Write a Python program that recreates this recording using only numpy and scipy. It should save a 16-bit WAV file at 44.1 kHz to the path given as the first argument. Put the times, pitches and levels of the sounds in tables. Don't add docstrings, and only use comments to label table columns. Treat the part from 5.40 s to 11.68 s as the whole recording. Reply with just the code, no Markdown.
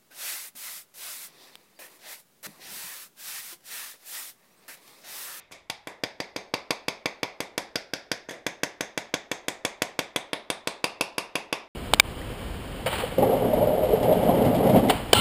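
import sys
import numpy as np
from scipy import signal
from scipy.fft import rfft, irfft
from scipy.io import wavfile

SR = 44100
rng = np.random.default_rng(int(sys.argv[2]) if len(sys.argv) > 2 else 0)


def int16_out(signal):
    q = np.round(np.clip(np.atleast_2d(signal).T, -1, 1) * 32767)
    wavfile.write(sys.argv[1], SR, q.astype(np.int16))


N = 276948
SIZE = 32768
T, HZ = np.arange(SIZE) / SR, np.fft.rfftfreq(SIZE, 1 / SR)


def gain_of(db):
    return 10 ** (np.asarray(db) / 20)


def read(points, hz):
    f, value = np.transpose(points)
    return np.interp(np.log(hz + 1), np.log(f + 1), value)


def follow(curve, s):
    times, *columns = np.transpose(curve)
    return [np.interp(s, times, column) for column in columns]


def add(mix, s, sound):
    at = round(s * SR)
    part = mix[max(at, 0):][:len(sound) + min(at, 0)]
    sound = sound[max(-at, 0):]
    part += sound[:len(part)]


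def delay(s):
    return np.exp(-2j * np.pi * HZ * s)


def causal(db):
    cepstrum = irfft(np.log(gain_of(db)))
    cepstrum[1:SIZE // 2] *= 2
    cepstrum[SIZE // 2 + 1:] = 0
    return np.exp(rfft(cepstrum))


def hump(hz, octaves):
    distance = np.log2((HZ + 1) / hz)
    return np.exp(-.5 * (distance / octaves) ** 2)


def ringing(modes):
    response = 0
    for hz, width, db in modes:
        damping = 1j * HZ * width
        response = response + gain_of(db) * damping / (hz ** 2 - HZ ** 2 + damping)
    return response


# (frequency [Hz], relative level [dB])
AIR = [(20, 2), (60, 3.5), (130, -1), (250, -7), (1000, -7), (4000, -21), (15000, -31)]
AIR_DB = -68


def air():
    weighting = gain_of(read(AIR, np.fft.rfftfreq(N, 1 / SR)))
    noise = irfft(rfft(rng.standard_normal(N)) * weighting, N)
    return gain_of(AIR_DB) * noise / noise.std()


# (frequency [Hz], relative level [dB])
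ROOM = [(40, -17), (130, -3.5), (400, 3.5), (580, 6.5), (1050, 4.5), (1380, -3.5), (2250, 3.5), (2980, -7),
        (3580, 1), (4100, -8.5), (5000, -6.5), (7000, -11.5), (11000, -17.5), (15500, -30.5)]


def room_colour():
    return causal(read(ROOM, HZ))


# (frequency [Hz], time to fall by 60 dB [s])
ROOM_T60 = [(100, 0.24), (400, 0.5), (1000, 0.46), (2200, 0.39), (4500, 0.33), (8000, 0.22), (14000, 0.15)]


def diffuse():
    hz, t, bands = signal.stft(rng.standard_normal(SIZE), SR, nperseg=256)
    t60 = np.maximum(read(ROOM_T60, hz), .02)[:, None]
    unit_energy = np.sqrt(2 * np.log(1000) / (t60 * SR))
    fade = gain_of(-60 * t / t60) * unit_energy
    return rfft(signal.istft(bands * fade, SR, nperseg=256)[1][:SIZE])


TAIL_DB, TAIL_GIVE = -1, 0.58
TAIL_DB_PER_S = 0.52


def tail(s, force_db, walls, change_hz=4000):
    same = np.sqrt(.5) / (1 + (HZ / change_hz) ** 2)
    tail_db = TAIL_DB - TAIL_GIVE * force_db + TAIL_DB_PER_S * s
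    return gain_of(tail_db) * (same * walls + np.sqrt(1 - same ** 2) * diffuse())


def scatter(t60=0.012, gap_s=0.0021):
    echoes = rng.standard_normal(SIZE) * gain_of(-60 * T / t60) * (1 - np.exp(-(T / gap_s) ** 4))
    return rfft(echoes / np.linalg.norm(echoes))


def nearby_echo(lag_s=0.0095, db=-12, cutoff_hz=4000):
    return gain_of(db) * delay(lag_s) / (1 + 1j * HZ / cutoff_hz)


def dispersion(centre_hz=950, width_hz=420):
    pole = centre_hz ** 2 - HZ ** 2 + 1j * HZ * width_hz
    return np.conj(pole) / pole


# (frequency [Hz], width [Hz], relative peak level [dB])
PLANK = [(117.7, 20, -1.5), (183.2, 76, 9), (301, 77, 16), (395, 35, 8.5), (483.7, 81, 16.5),
         (563.2, 8.2, 14.5), (620, 29, 14), (728, 23.4, 13.5), (833, 35, 9.5), (903, 30, 12.5),
         (992, 29, 13), (1092, 29, 13.5), (1403, 53, 9.5), (1496, 24, 12)]


def plank_response(push_hz=2400, radiate_hz=98):
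    radiation = causal(-10 * np.log10(1 + (radiate_hz / (HZ + 5)) ** 6))
    push = 1 / (1 + 1j * HZ / push_hz) ** 2
    return ringing(PLANK) * dispersion() * radiation * push


# (time [s], thud level [dB], hollow knock level [dB])
WOOD = [(0.3, -10.5, -2.5), (0.47, 0, 2.5), (0.64, 2, -4.5), (1.2, 4, 4), (1.5, 1.5, 0.5),
        (2.18, 3.5, -0.5), (2.38, 0, -8.5), (3.0, 2, -3.5), (4.75, 1, -1), (5.27, 1.5, 1), (5.55, 2.5, 3)]
BOOM_DB, BOOM_DB_PER_S = 3, -0.78
THUD_GIVE = 0.29


def wood_db(s, force_db):
    thud_db, knock_db = follow(WOOD, s)
    boom = (BOOM_DB + BOOM_DB_PER_S * s) * hump(102, 0.52)
    thud = (thud_db - THUD_GIVE * force_db) * hump(385, 1.0)
    return boom + thud + knock_db * hump(1084, 0.32)


SEATING_S = 5.18, 5.44


def seated(s):
    return np.interp(s, SEATING_S, (0, 1))


# (time [s], frequency [Hz], level [dB])
BENDING = [(0.12, 2180, 2), (0.3, 810, 10), (0.47, 1850, 6), (0.64, 1590, 5.5), (1.14, 2510, 4.5),
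           (1.83, 2230, 4.5), (2.15, 1870, 3.5), (2.38, 1400, 9.5), (2.9, 1740, 7.5), (3.74, 1680, 4),
           (4.59, 2010, 2), (4.76, 3430, 3.5), (5.1, 3600, 6.5), (5.44, 4640, 7.5), (6.13, 5100, 4.5)]
# (time [s], frequency [Hz], level [dB])
SQUEAK = [(0.12, 7300, 3.5), (0.3, 4380, 6.5), (0.47, 4500, -1), (0.64, 4900, 7.5), (1.3, 4650, 8),
          (2.0, 4900, 4), (2.2, 4900, 10.5), (2.7, 5100, 9), (2.89, 6400, 1.5), (3.3, 6000, 5.5),
          (3.92, 7170, 6.5), (4.6, 7940, 2), (4.93, 10000, 14), (5.27, 8660, 8.5), (5.6, 10300, 7)]
SEATED_HZ, SEATED_DB = 2670, 9.5


def nail_db(s):
    bend_hz, bend_db = follow(BENDING, s)
    squeak_hz, squeak_db = follow(SQUEAK, s)
    bending = bend_db * hump(bend_hz, 0.17)
    squeak = squeak_db * hump(squeak_hz, 0.2)
    return bending + squeak + seated(s) * SEATED_DB * hump(SEATED_HZ, 0.12)


def blow_colour(s, force_db, tick_db):
    tick = tick_db * hump(10400, 0.53)
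    return causal(force_db + wood_db(s, force_db) + nail_db(s) + tick)


def slip(contact, swell=0.93, hold=5.0, count=8):
    u = T / max(contact, 1 / SR)
    envelope = (1 - np.exp(-swell * u)) * np.exp(-(u / hold) ** 2)
    rasp = rng.standard_normal(SIZE) * u * np.exp(-u)
    for _ in range(count):
        flat = np.exp(1j * np.angle(rfft(rasp)))
        rasp = irfft(flat) * envelope
    return rfft(rasp / np.linalg.norm(rasp))


# (frequency [Hz], width [Hz], relative peak level [dB])
STEEL = [(1710, 9.9, -9), (2046, 16, 14), (2020, 30, -6.5), (2268, 115, 7), (2350, 86, 7), (2628, 318, 7.5),
         (3230, 260, 5), (3412, 81, 9.5), (3600, 9.9, -10), (4720, 118, 4.5), (6310, 47, 2.5),
         (7770, 92, -19), (10510, 150, -5.5)]
# (frequency [Hz], relative level [dB])
CRACK = [(60, -32), (900, -17.5), (2000, -11.5), (3300, -6.5), (4200, -5.5), (5500, -3.5), (7000, -9.5),
         (8500, -10.5), (10500, -8), (13000, -16), (14700, -12), (15800, -9)]


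def steel_response():
    return ringing(STEEL) + causal(read(CRACK, HZ))


CLAW_HZ, CLAW_T60, CLAW_DB = 6381, .25, -46


def claw_ring():
    return gain_of(CLAW_DB - 60 * T / CLAW_T60) * np.sin(2 * np.pi * CLAW_HZ * T)


# (time [s], force [dB], tick of the face [dB], claw ring [dB])
BLOWS = [(-0.06, -8, -11, -20), (0.298, -2.5, 0, -12), (0.471, -12, 2, -18), (0.6353, -0.5, -4, -5),
         (0.8011, -5, -4.5, -9), (1.138, 0, -3.5, -14), (1.3056, 1.5, 1, -1), (1.4816, -0.5, 0, -2),
         (1.6567, 1, -5, -3), (1.8302, 0, -3.5, -4), (2.003, -4, 3, -14), (2.1778, -2, 5, -7),
         (2.3557, -0.5, -0.5, -7), (2.5344, -3, -1, -13), (2.7149, 0.5, -0.5, 0), (3.0645, -0.5, 0, 2),
         (3.2327, 3, 0.5, -7), (3.407, -1.5, 0, 4), (3.5751, -1, -1.5, -10), (3.7392, 4.5, -6.5, -4),
         (3.9142, -1.5, -1, 5), (4.082, -0.5, 4, -4), (4.249, 2, 2, 3), (4.419, 5, 1.5, -2),
         (4.5897, 4, -1, -11), (4.7598, 2.5, -2.5, -2), (4.9306, 0, -12, -18), (5.1007, 1, -2.5, -8),
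         (5.272, -0.5, -0.5, -12), (5.4406, 2, -1, -8), (5.6087, 1.5, 1, -16), (5.7805, -1.5, 2, -10),
         (5.9537, -1, -1, -4), (6.1261, -0.5, -3.5, -16)]
CONTACT_S = .0016
# (time [s], force [dB], tick of the face [dB], claw ring [dB], time scale of the contact [s])
GLANCES = [(0.11, -20, 3, -18, 0.0066), (0.1223, -22.5, -4, -25, 0.0018), (0.9607, -7, -1, 0, 0.0022),
           (2.887, -12.5, -3, -1, 0.0043), (2.9084, -16.5, 3.5, -15, 0.0013)]


def hammer(push_lag=0.31, scatter_db=-8):
    plank, steel, claw = plank_response(), steel_response(), claw_ring()
    echo, room, walls = nearby_echo(), room_colour(), diffuse()
    square = [(*blow, CONTACT_S) for blow in BLOWS]
    out = np.zeros(N)
    for s, force_db, tick_db, claw_db, contact in square + GLANCES:
        rasp = slip(contact)
        thump = plank * delay(push_lag * contact)
        clank = steel * rasp * (1 + echo + gain_of(scatter_db) * scatter())
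        answer = room * rasp * tail(s, force_db, walls)
        strike = irfft(blow_colour(s, force_db, tick_db) * (thump + clank + answer))
        add(out, s, strike + gain_of(claw_db) * claw)
    return out


def scene():
    return (hammer() + air())[None]


EDGE_HZ = 15400


def record(dry, ceiling_db=-7):
    ceiling = gain_of(ceiling_db)
    rounded = ceiling * np.tanh(dry / ceiling)
    low_pass = signal.firwin(151, EDGE_HZ, window=("kaiser", 9), fs=SR)
    return signal.oaconvolve(rounded, low_pass[None], "same")


dry = scene()
out = record(dry)
int16_out(out)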